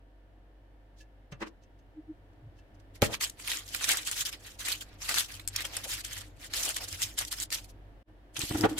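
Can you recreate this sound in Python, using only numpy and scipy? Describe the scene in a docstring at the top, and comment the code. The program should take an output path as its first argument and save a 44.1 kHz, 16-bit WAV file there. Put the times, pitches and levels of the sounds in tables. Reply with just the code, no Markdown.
"""A small, hard kitchen, with a fridge humming under everything. Fingers scatter onion rings from a
china bowl with faint ticks, and the bowl is set down with a dull knock on the counter. A filled sponge
sheet is rolled up in baking paper close to a phone on a stand: the paper slides and crinkles with each
move of the hands, and its creases buckle and snap. The level dips briefly; at last the phone is lifted
and its holder booms and rattles."""
import sys
import numpy as np
from scipy import signal
from scipy.fft import rfft, irfft, next_fast_len
from scipy.io import wavfile
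from scipy.ndimage import map_coordinates

SR = 44100
rng = np.random.default_rng(int(sys.argv[2]) if len(sys.argv) > 2 else 0)


def store_wav(level_fs):
    """Save 16-bit WAV to argv[1]."""
    pcm = np.round(np.clip(np.atleast_2d(level_fs), -1, 1) * 32767)
    wavfile.write(sys.argv[1], SR, pcm.T.astype(np.int16))


N = 387638

# Levels are relative within a layer; each layer's own trim comes on top.
# fader moves of the room tone: t/s, hum/dB, motor drone/dB, air/dB
ROOM_FADERS = [(0, -57.5, -71, -67), (1.1, -56.5, -68.5, -66), (1.7, -61, -65, -66), (2.8, -58.5, -63, -63),
               (4.1, -59, -63.5, -61), (5.5, -54.5, -58, -62), (6.7, -56.5, -58, -61),
               (7.85, -53, -59, -61.5), (8.15, -58.5, -66, -64), (8.79, -57, -63, -59)]
# thin tones of the fridge: f/Hz, level/dB
FRIDGE_WHINE = [(522, -79.5), (694, -80.5), (937, -84), (1771, -87), (2929, -94.5)]
# EQ of the motor's burr: f/Hz, level/dB
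BURR_EQ = [(20, -17.5), (48, -6), (82, -13.0), (97, -2), (112, -11.0), (150, -24), (500, -58),
           (2000, -100)]
# EQ of the room's air, also used for the hand's rub: f/Hz, level/dB
AIR_EQ = [(130, -11), (240, -10.5), (305, -1), (360, -11), (490, -11.5), (720, -12.5), (1000, -22.5),
          (1300, -24.5), (1750, -23), (2500, -30.5), (3000, -29.5), (4000, -36), (7000, -46),
          (13000, -46.5), (16000, -49.5)]
# stereo width of the air: f/Hz, side over mid/dB
AIR_WIDTH = [(100, -15.5), (500, -8.5), (1000, 1), (4000, 0.5)]
# fingers scatter onion rings: t/s, level/dB, length/s, bowl ring/dB, hardness/(dB per octave)
ONION_TOUCHES = [(1.005, -60.5, 0.018, 0, -11), (1.323, -55, .005, 3.5, 3.5), (1.42, -54, 0.0098, -1, -3),
                 (1.477, -55.5, 0.0076, -24, 2), (1.634, -70.5, .01, 1, 10), (1.793, -74, 0.0054, -3, 8),
                 (2.334, -76, .004, -20, 0), (2.586, -70.5, 0.015, 6.5, -5), (2.751, -68, 0.0044, -24, 0),
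                 (2.802, -65, 0.0044, -20, 0)]
# EQ of the onion ticks: f/Hz, level/dB
ONION_EQ = [(800, -30), (2500, 1.5), (5500, 5), (9000, -5), (15000, -15)]
# modes of the china bowl: f/Hz, level/dB, t60/s
BOWL_MODES = [(1714, -4.5, .13), (2680, -2.5, 0.12), (3050, 0, .06), (5500, -11, 0.046), (6300, -3, 0.045),
              (7600, -18, 0.044)]
# blows on the counter: peak t/s, level/dB, rise/s, t60/s, thud f/Hz, thud/dB, scrape/dB, holder boom/dB
COUNTER_HITS = [(1.325, -49, 0.0021, 0.095, 131, 9, -0.5, -10),
                (1.428, -39.5, 0.0083, 0.065, 199.7, -7, 1.5, 2),
                (1.474, -58, 0.0094, 0.048, 192, -8, 5, 9),
                (3.027, -19.5, 0.003, 0.059, 99.2, -0.5, -8, -10),
                (3.126, -42.5, 0.011, 0.067, 101, -13, -10, -10.5)]
# modes of the worktop: f/Hz, level/dB
COUNTER_MODES = [(208, -2.5), (275, -8.5), (433, -0.5), (564, 0), (639, -7.5), (790, -4.5)]
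# EQ of a scrape on the worktop: f/Hz, level/dB
SCRAPE_EQ = [(200, -11), (350, -1), (550, -0.5), (750, -7.5), (1000, 3), (1400, 1.5), (2300, -2.5),
             (4000, -13), (7000, -23.5), (15000, -46)]
# bumps that reach the phone's holder: t/s, level/dB, length/s, rattle/dB, thud/dB
HOLDER_BUMPS = [(1.988, -42, 0.012, -35, -22), (2.106, -39, 0.012, -35, -19),
                (2.469, -67.5, 0.033, -16, 19.5), (6.935, -61, 0.012, -10, 18),
                (7.056, -64.5, 0.023, -20, 14), (8.395, -47, 0.0065, -2.5, 5.5),
                (8.438, -40, 0.0024, -10, 7.5), (8.513, -30.5, 0.0031, -4.5, 0.5),
                (8.555, -27.5, 0.006, -7, -6), (8.618, -31, 0.018, -33, -9), (8.641, -29, 0.004, 5.5, -14),
                (8.653, -27.5, 0.0092, 5.5, -9), (8.7, -39.5, 0.027, -10, -24)]
# the hand gripping the holder: t/s, level/dB
GRIP_FADER = [(8.36, -68), (8.38, -50), (8.448, -40.5), (8.474, -73), (8.504, -36.5), (8.654, -27),
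              (8.76, -38), (8.79, -35)]
# body resonances of the holder: f/Hz, width/Hz, level/dB
HOLDER_MODES = [(200, 60, -16), (309.5, 25, 1.5), (346.4, 32, -13.5)]
# resonances of its rattle: f/Hz, width/Hz, level/dB
RATTLE_MODES = [(200, 53, -2), (441, 37, 4.5), (577, 41, -4), (770, 96, -1.5), (982, 32, -2),
                (1150, 50, -6), (1310, 41, -6), (1444, 35, -1.5), (1870, 190, -8.5), (2920, 730, -16)]
# hands bend or drag the paper: full-speed t/s, crinkle/dB, rise/s, hold/s, fall/s, flex over crinkle/dB
PAPER_STROKES = [(2.958, -52, 0.017, 0.006, 0.021, -6), (3.021, -31.0, 0.005, 0.038, 0.023, -4.5),
                 (3.139, -35, 0.038, 0.013, 0.018, 0), (3.211, -27.5, 0.0082, 0.012, 0.059, -5),
                 (3.399, -43.5, 0.02, 0.014, 0.049, -11), (3.492, -33.5, 0.076, 0.036, 0.11, -3),
                 (3.684, -51, 0.081, 0.046, 0.049, -8), (3.749, -33, 0.048, 0.005, 0.027, -7),
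                 (3.826, -33, 0.074, 0.025, 0.033, -3.5), (3.89, -27.5, 0.034, 0.035, 0.11, -3.5),
                 (4.068, -33, 0.024, 0.022, 0.035, -7), (4.12, -35.5, 0.019, 0.012, 0.02, -8.5),
                 (4.156, -33, 0.02, 0.069, 0.014, -8), (4.258, -33, 0.014, 0.037, 0.011, -10.5),
                 (4.331, -39.5, 0.016, 0.011, 0.026, -2.5), (4.453, -47, 0.089, 0.012, 0.13, -3.5),
                 (4.595, -37, 0.008, 0.025, 0.043, -5.5), (4.653, -33.5, 0.017, 0.074, 0.064, -6.5),
                 (4.811, -37, 0.0065, 0.014, 0.016, -7), (4.888, -69, 0.17, 0.057, 0.06, 9),
                 (5.02, -39.5, 0.024, 0.063, 0.03, -5.5), (5.091, -29.5, 0.026, 0.025, 0.044, -4.5),
                 (5.161, -28, 0.031, 0.041, 0.051, -5), (5.288, -45.5, 0.019, 0.054, 0.12, -4),
                 (5.563, -42.5, 0.05, 0.061, 0.018, 2.5), (5.65, -36.0, 0.016, 0.011, 0.023, -5.5),
                 (5.754, -40.5, 0.087, 0.019, 0.096, -1), (5.84, -37, 0.019, 0.012, 0.024, -6),
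                 (5.896, -32.0, 0.033, 0.04, 0.048, -7), (5.971, -40.5, 0.018, 0.037, 0.018, -6),
                 (6.043, -40.5, 0.012, 0.023, 0.03, -8), (6.115, -43.5, 0.087, 0.066, 0.1, -2),
                 (6.426, -45.5, 0.047, 0.04, 0.025, -4), (6.503, -54.5, 0.01, 0.024, 0.02, 3),
                 (6.538, -32.5, 0.0087, 0.171, 0.034, -7.5), (6.764, -36.5, 0.041, 0.021, 0.014, -6.5),
                 (6.809, -38.5, 0.019, 0.04, 0.021, -6.5), (6.881, -43.5, 0.017, 0.006, 0.02, -4),
                 (6.931, -36.5, 0.073, 0.015, 0.043, -10), (7.018, -32.5, 0.061, 0.014, 0.09, -8.5),
                 (7.183, -31, 0.012, 0.038, 0.035, -6), (7.276, -36, 0.019, 0.0074, 0.015, -30),
                 (7.316, -38, 0.0095, 0.025, 0.024, -5.5), (7.384, -36.5, 0.065, 0.054, 0.016, -11.5),
                 (7.522, -29.5, 0.013, 0.016, 0.071, -10.5), (7.587, -43, 0.02, 0.0049, 0.012, -4),
                 (7.641, -55, 0.03, 0.015, 0.018, -20), (7.695, -50, 0.013, 0.0071, 0.014, -35),
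                 (8.368, -36.5, 0.017, 0.0067, 0.028, -3.5), (8.407, -33.5, 0.018, 0.018, 0.076, -8),
                 (8.48, -40.5, 0.062, 0.177, 0.012, -8), (8.695, -41.0, 0.01, 0.0044, 0.046, -8),
                 (8.782, -34, 0.019, 0.0096, 0.03, -4.5)]
# bright EQ of the small creases: f/Hz, level/dB
CRINKLE_EQ = [(600, -35.5), (1500, -15.5), (3000, -0.5), (4200, 1), (6000, 1.5), (8500, 0), (10000, -3),
              (12500, -3), (14500, -11), (16000, -21.5)]
# darker EQ of the broad sheet flexing: f/Hz, level/dB
FLEX_EQ = [(100, -22), (300, -12), (600, -14), (1100, -5), (1800, 1.5), (2800, 1), (4500, -2),
           (9000, -26.5)]
# creases that buckle: t/s, level/dB, low-mid share/dB, paper facet f/Hz, left over right/dB
CREASE_SNAPS = [(3.02, -9.5, -1, 1840, -4), (3.2095, -26.5, -5, 3200.0, -1), (3.2975, -23, -11, 8500, 5),
                (3.481, -28, 9.5, 2320, 2), (3.517, -15, 1.5, 2820, -1), (3.5714, -20.5, -9.5, 6400.0, 1),
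                (3.679, -31, -11, 5100.0, 5), (3.7471, -13, -2.5, 2320, -4), (3.8423, -10.0, -6, 2320, -2),
                (3.8902, -7.5, -3.5, 8350, -1), (3.917, -11, -6, 7400.0, 4),
                (3.9714, -13.0, -9.5, 7800.0, -3), (4.074, -14, -5, 8400, -2),
                (4.1138, -14.5, -4, 7800.0, 1), (4.2524, -20, -10, 5100.0, 1),
                (4.685, -15.5, 4, 10100.0, -1), (5.091, -16.5, 5.5, 1810, 2), (5.1425, -12, 0.5, 5100.0, 2),
                (5.3968, -28.5, 0.5, 3200.0, -1), (5.476, -14, -9.5, 8800, 7),
                (5.485, -20.5, -9, 8400, 1.5), (5.5617, -10, -8.5, 5800, -1.5), (5.6065, -19, 0, 1760, 0),
                (5.651, -19.5, -4, 7400.0, 4), (5.7674, -13.5, -0.5, 9300, 0.5),
                (5.9338, -22.5, -1, 3700.0, 1), (6.0476, -19, -20, 5250, 2), (6.1674, -28, -1, 1800.0, 0),
                (6.5371, -15.5, -2, 4140, 2.5), (6.6505, -19, -6, 8300.0, -0.5),
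                (6.6914, -15.5, -5, 8850, -1), (6.7436, -25, -11, 8300.0, -5.5),
                (6.7673, -15, -1, 6000.0, 0), (6.9276, -22.0, -8, 5500.0, -2),
                (7.0191, -14, -9.5, 7460, 3.5), (7.1885, -10.5, -8.5, 8400, 3),
                (7.25, -22, -11, 5100.0, -3), (7.3267, -15.5, -5, 4600.0, 2),
                (7.4008, -18.5, -7, 7400.0, -6), (7.428, -19, -12, 8300.0, 3),
                (7.5043, -26.0, -0.5, 5100.0, 3.5), (7.5262, -15, -10, 4600.0, 3),
                (7.5457, -15.5, -13, 5100.0, 0), (8.3674, -26.5, 1, 2820, -2),
                (8.392, -18, -10, 8300.0, 10), (8.4166, -15, -9, 4100.0, 2), (8.61, -16.5, -3, 4970, 5)]
# hands press the soft roll through the paper: t/s, level/dB, length/s
ROLL_PRESSES = [(3.1, -44.5, 0.012), (3.92, -48, 0.033), (4.69, -61, 0.032), (5.115, -46.5, 0.013),
                (5.65, -49, 0.0075), (5.74, -53, 0.044), (5.86, -49.5, 0.014), (6.59, -52, 0.036),
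                (6.68, -46.5, 0.021), (6.82, -52, 0.022), (7.213, -47.5, 0.0055)]
# muffled EQ of those presses: f/Hz, level/dB
SQUASH_EQ = [(100, -21.5), (220, -10.5), (450, -2.5), (650, 1.5), (900, -5.5), (1600, -14), (5000, -60.5)]
# decay of the kitchen: f/Hz, t60/s
REVERB_DECAY = [(200, 0.33), (2000, 0.11), (7000, 0.083), (15000, 0.023)]
# stereo lean of the action on the counter: f/Hz, left over right/dB
STEREO_LEAN = [(300, 2), (1000, -1.5), (2800, 0.5), (5500, -1.5), (9500, 1.5), (13500, 4.0)]


def amp(db):
    """Decibels to gain."""
    return np.exp(np.asarray(db) * np.log(10) / 20)


def unit(x):
    """x at rms 1."""
    return x / np.sqrt(np.mean(x ** 2) + 1e-20)


def clock():
    """The time of every sample."""
    return np.arange(N) / SR


def along(points, hz):
    """A curve of (f/Hz, value) points, read on a log axis."""
    f, values = np.transpose(points)
    return np.interp(np.log(hz + 1), np.log(f + 1), values)


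def faders(rows):
    """A gain curve for each dB column, silent outside the table."""
    times, *columns = np.transpose(rows)
    return [amp(np.interp(clock(), times, db, left=-140, right=-140)) for db in columns]


def swells(rows):
    """Summed bell-shaped envelopes from rows of t/s, level/dB, length/s (one standard deviation)."""
    total, t = np.zeros(N), clock()
    for s, db, length in rows:
        span = slice(round(s * SR) - SR // 6, round(s * SR) + SR // 6)
        total[span] += amp(db) * np.exp(-.5 * ((t[span] - s) / length) ** 2)
    return total


def wobble(rate, size=N):
    """A smooth random curve, rate knots a second."""
    at = np.linspace(0, size * rate / SR, size // 64)
    curve = map_coordinates(rng.standard_normal(int(at[-1]) + 4), [at])
    return np.interp(np.arange(size), np.linspace(0, size, len(at)), curve)


def tone(hz, waver, rate, size=N):
    """A sine of rms 1 whose pitch strays by the share waver, rate times a second."""
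    pitch = hz * (1 + waver * wobble(rate, size))
    return np.sqrt(2) * np.sin(2 * np.pi * (rng.random() + np.cumsum(pitch) / SR))


def noise(side_db):
    """White stereo noise of rms 1 with a given width."""
    mid, side = rng.standard_normal((2, N))
    return unit(np.array([mid + amp(side_db) * side, mid - amp(side_db) * side]))


def filtered(x, response):
    """x through a complex frequency response."""
    size = next_fast_len(N + SR // 2)
    return irfft(rfft(x, size) * response(np.fft.rfftfreq(size, 1 / SR)), size)[..., :N]


def eq(x, curve, size=4096):
    """x through a minimum-phase EQ of energy 1."""
    cepstrum = irfft(np.log(amp(along(curve, np.fft.rfftfreq(size, 1 / SR)))))
    cepstrum[1:size // 2] *= 2
    cepstrum[size // 2 + 1:] = 0
    pulse = irfft(np.exp(rfft(cepstrum)))
    return signal.oaconvolve(x, pulse[None] / np.linalg.norm(pulse), axes=1)[:, :N]


def resonant(x, modes):
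    """x through a bank of resonators of alternating polarity, at rms 1."""
    def response(f):
        return sum((-1) ** k * amp(db) * 1j * f * width / (hz * hz - f * f + 1j * f * width)
                   for k, (hz, width, db) in enumerate(modes))
    return unit(filtered(x, response))


def crackle(rate, spread_db, clump_db, lag_s=.00011, pan_db=7.0):
    """Tiny clicks that swell in clumps, each with its own stereo lag and pan; rms 1."""
    when, size, sign = rng.random((int(rate * N / SR), 3)).T
    sizes = np.sign(sign - .5) * amp(spread_db * np.minimum(-np.log(1 - size), 5))
    lag, pan = rng.standard_normal((len(when), 2)).T
    channels = []
    for side in (1, -1):
        at = np.clip(np.round(when * N + side * lag * lag_s / 2 * SR), 0, N).astype(int)
        channels.append(np.bincount(at, sizes * amp(side * pan * pan_db / 2), N + 1)[:N])
    return unit(np.array(channels) * amp(clump_db * wobble(90)))


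def fridge(hum_hz=47.9, sway_db=0.1):
    """The compressor hums, drones an octave higher with a rough burr, and whines faintly."""
    hum_gain, drone_gain, _ = faders(ROOM_FADERS)
    hum = hum_gain * amp(-sway_db * wobble(4.4)) * tone(hum_hz, 0.018, 9.4)
    drone = amp(-4.5) * drone_gain * tone(2 * hum_hz, 0.0208, 9.3)
    burr = amp(3.0) * drone_gain * eq(noise(side_db=-11), BURR_EQ)
    whine = sum(amp(db) * tone(hz, .002, 12) for hz, db in FRIDGE_WHINE)
    return hum + drone + burr + whine


def room_air():
    """A soft bed of air, narrow in the bass and wide on top."""
    _, _, gain = faders(ROOM_FADERS)
    mid, side = eq(rng.standard_normal((2, N)), AIR_EQ)
    side = filtered(side, lambda hz: amp(along(AIR_WIDTH, hz)))
    return amp(1.32) * gain * np.array([mid + side, mid - side])


def onion_rings(attack_s=0.0023):
    """Moist rings tick off the fingers; soft touches ring the bowl's low modes, hard ones its highs."""
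    envelope = swells([row[:3] for row in ONION_TOUCHES])
    ticks = envelope * crackle(rate=2500, spread_db=0.0, clump_db=1.5)
    china, t = np.zeros(N), np.arange(SR // 4) / SR
    for s, db, _, ring_db, hardness in ONION_TOUCHES:
        ring = sum(amp(level + hardness * np.log2(hz / 3000) - 60 * t / t60) * np.sin(2 * np.pi * hz * t)
                   for hz, level, t60 in BOWL_MODES)
        china[round(s * SR):][:len(t)] += amp(db + ring_db) * ring * (1 - np.exp(-t / attack_s))
    return eq(ticks, ONION_EQ) + amp(2) * china


def counter_knocks():
    """Things and hands hit the worktop: its modes, a low thud, a scrape and the holder booming along."""
    body, scrape = np.zeros((2, N))
    t = np.arange(-SR // 10, SR // 3) / SR
    for s, db, rise, t60, thud_hz, thud_db, scrape_db, boom_db in COUNTER_HITS:
        blow = amp(db + np.where(t < 0, -5 * np.abs(t / rise) ** 1.46, -60 * t / t60))
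        wood = sum(amp(level - 4) * tone(hz, 0.055, 149, len(t)) for hz, level in COUNTER_MODES)
        thud = amp(thud_db) * tone(thud_hz, 0.2, 119, len(t))
        boom = amp(boom_db) * tone(327, 0.019, 58, len(t))
        start = round((s + t[0]) * SR)
        body[start:start + len(t)] += blow * (wood + thud + boom)
        scrape[start:start + len(t)] += blow * amp(scrape_db)
    return body + amp(4.5) * scrape * eq(noise(side_db=-0.5), SCRAPE_EQ)


def phone_holder(boom_hz=310, thud_hz=100):
    """Bumps and the gripping hand set the holder booming; hard bumps make it rattle."""
    boom = swells([row[:3] for row in HOLDER_BUMPS])
    rattle = swells([(s, db + share, length) for s, db, length, share, _ in HOLDER_BUMPS])
    thud = swells([(s, db + share, length) for s, db, length, _, share in HOLDER_BUMPS])
    grip, = faders(GRIP_FADER)
    rub = amp(-6.5) * resonant(noise(side_db=-20), HOLDER_MODES)
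    rub += amp(-13) * eq(noise(side_db=-4.5), AIR_EQ)
    clatter = resonant(noise(side_db=-2.5), RATTLE_MODES)
    clatter = unit(signal.lfilter(*signal.butter(1, 3500, fs=SR), clatter))
    return (boom * tone(boom_hz, 0.015, 45)
            + grip * rub
            + (rattle + amp(-18.5) * grip) * clatter
            + (thud + amp(-20) * grip) * tone(thud_hz, 0.142, 70))


def stroke_gains(flank_db=20):
    """Crinkle and flex gains: a stroke climbs flank_db over its rise, holds, loses it over its fall."""
    crinkle_power, flex_power = np.zeros((2, N))
    t = clock()
    for s, db, rise, hold, fall, flex_db in PAPER_STROKES:
        span = slice(round((s - 4 * rise) * SR), round((s + hold + 4 * fall) * SR))
        away = np.maximum((s - t[span]) / rise, 0) + np.maximum((t[span] - s - hold) / fall, 0)
        gain = amp(db - flank_db * away)
        crinkle_power[span] += gain ** 2
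        flex_power[span] += (gain * amp(flex_db)) ** 2
    return np.sqrt([crinkle_power, flex_power])


def shiver(t60, tail_gain):
    """A click, then the brief shaking of the sheet, different left and right."""
    t = np.arange(SR // 30) / SR
    pulse = rng.standard_normal((2, len(t))) * amp(-60 * t / t60)
    pulse *= tail_gain / np.linalg.norm(pulse[0])
    pulse[:, 0] = 1
    return pulse / np.linalg.norm(pulse[0])


def bending(x, depth_db, patch_s):
    """As the sheet bends its resonances wander: random patches of gain over frequency and time."""
    hz, t, spectrum = signal.stft(x, SR, nperseg=384)
    grid = np.meshgrid(np.sqrt(hz / 500) * 4, t / patch_s, indexing="ij")
    gain = amp(depth_db * map_coordinates(rng.standard_normal((60, 3000)), grid, order=1, mode="wrap"))
    gain /= np.sqrt(np.mean(gain ** 2, axis=0))
    return signal.istft(spectrum * gain, SR, nperseg=384)[1][:, :N]


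def paper_rustle():
    """Small creases crackle in spurts over the hiss of sliding paper; the broad sheet flexes below."""
    crinkle, flex = stroke_gains()
    fine = crackle(rate=1600, spread_db=1.5, clump_db=4.0)
    fine = signal.oaconvolve(fine, shiver(t60=0.0098, tail_gain=0.75), axes=1)[:, :N]
    fine += amp(-3) * noise(side_db=-1.0)
    spurts = unit(amp(2 * wobble(90)))
    broad = crackle(rate=1500, spread_db=1.0, clump_db=2.5) + amp(-2.5) * noise(side_db=2.0)
    sheet = amp(-2.5) * eq(fine * spurts * crinkle, CRINKLE_EQ) + amp(-1.67) * eq(broad * flex, FLEX_EQ)
    return bending(sheet, depth_db=4.0, patch_s=.012)


def crease_snaps(clicks=8, facet_q=3.5):
    """A crease gives way with one sharp crack and a dying run of smaller ones, ringing its facet."""
    bright, low = np.zeros((2, 2, N + SR))
    for s, db, low_db, facet_hz, pan in CREASE_SNAPS:
        delay, size = rng.exponential(.004, clicks), .45 * rng.standard_normal(clicks)
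        delay[0], size[0] = 0, 1  # the leading crack
        run = np.bincount((delay * SR).astype(int), size * np.exp(-delay / .01))
        crack = signal.fftconvolve(run[None], shiver(t60=.012, tail_gain=3), axes=1)
        crack += 1.62 * signal.lfilter(*signal.iirpeak(facet_hz, facet_q, SR), crack)
        crack *= amp(db + np.array([[pan / 2], [-pan / 2]])) / np.linalg.norm(crack)
        span = slice(round(s * SR), round(s * SR) + crack.shape[1])
        bright[:, span] += crack
        low[:, span] += amp(low_db) * crack
    return amp(10.5) * eq(bright[:, :N], CRINKLE_EQ) + amp(9.5) * eq(low[:, :N], FLEX_EQ)


def roll_squash():
    """Paper pressed against the soft roll gives dull puffs of noise."""
    return eq(noise(side_db=-7.0) * swells(ROLL_PRESSES), SQUASH_EQ)


def kitchen_reverb(x):
    """Tiles and cupboards answer with a short tail; the treble dies first."""
    hz, t, spectrum = signal.stft(rng.standard_normal((2, SR // 3)), SR, nperseg=256)
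    decay = amp(-60 * t / along(REVERB_DECAY, hz)[:, None])
    tail = signal.istft(spectrum * decay, SR, nperseg=256)[1]
    tail = np.pad(tail / np.linalg.norm(tail[0]), ((0, 0), (SR // 300, 0)))  # pre-delay
    return signal.oaconvolve(x, tail, axes=1)[:, :N]


def scene():
    """The mix: counter action with reverb, leaning left or right by band, plus holder and room tone."""
    action = paper_rustle() + roll_squash() + crease_snaps() + counter_knocks() + onion_rings()
    action += amp(-15.0) * kitchen_reverb(action)
    action = filtered(action, lambda hz: amp(np.outer([.5, -.5], along(STEREO_LEAN, hz))))
    return action + phone_holder() + fridge() + room_air()


def record(dry):
    """The level dips briefly near 8 s, and a steep low-pass takes off the very top."""
    dip_db = np.interp(clock(), [8.028, 8.034, 8.055, 8.085], [0, -36, -24, 0])
    cutoff_hz = 16100
    return filtered(dry * amp(dip_db), lambda hz: 1 / (1 + (hz / cutoff_hz) ** 120))


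dry = scene()
out = record(dry)
store_wav(out)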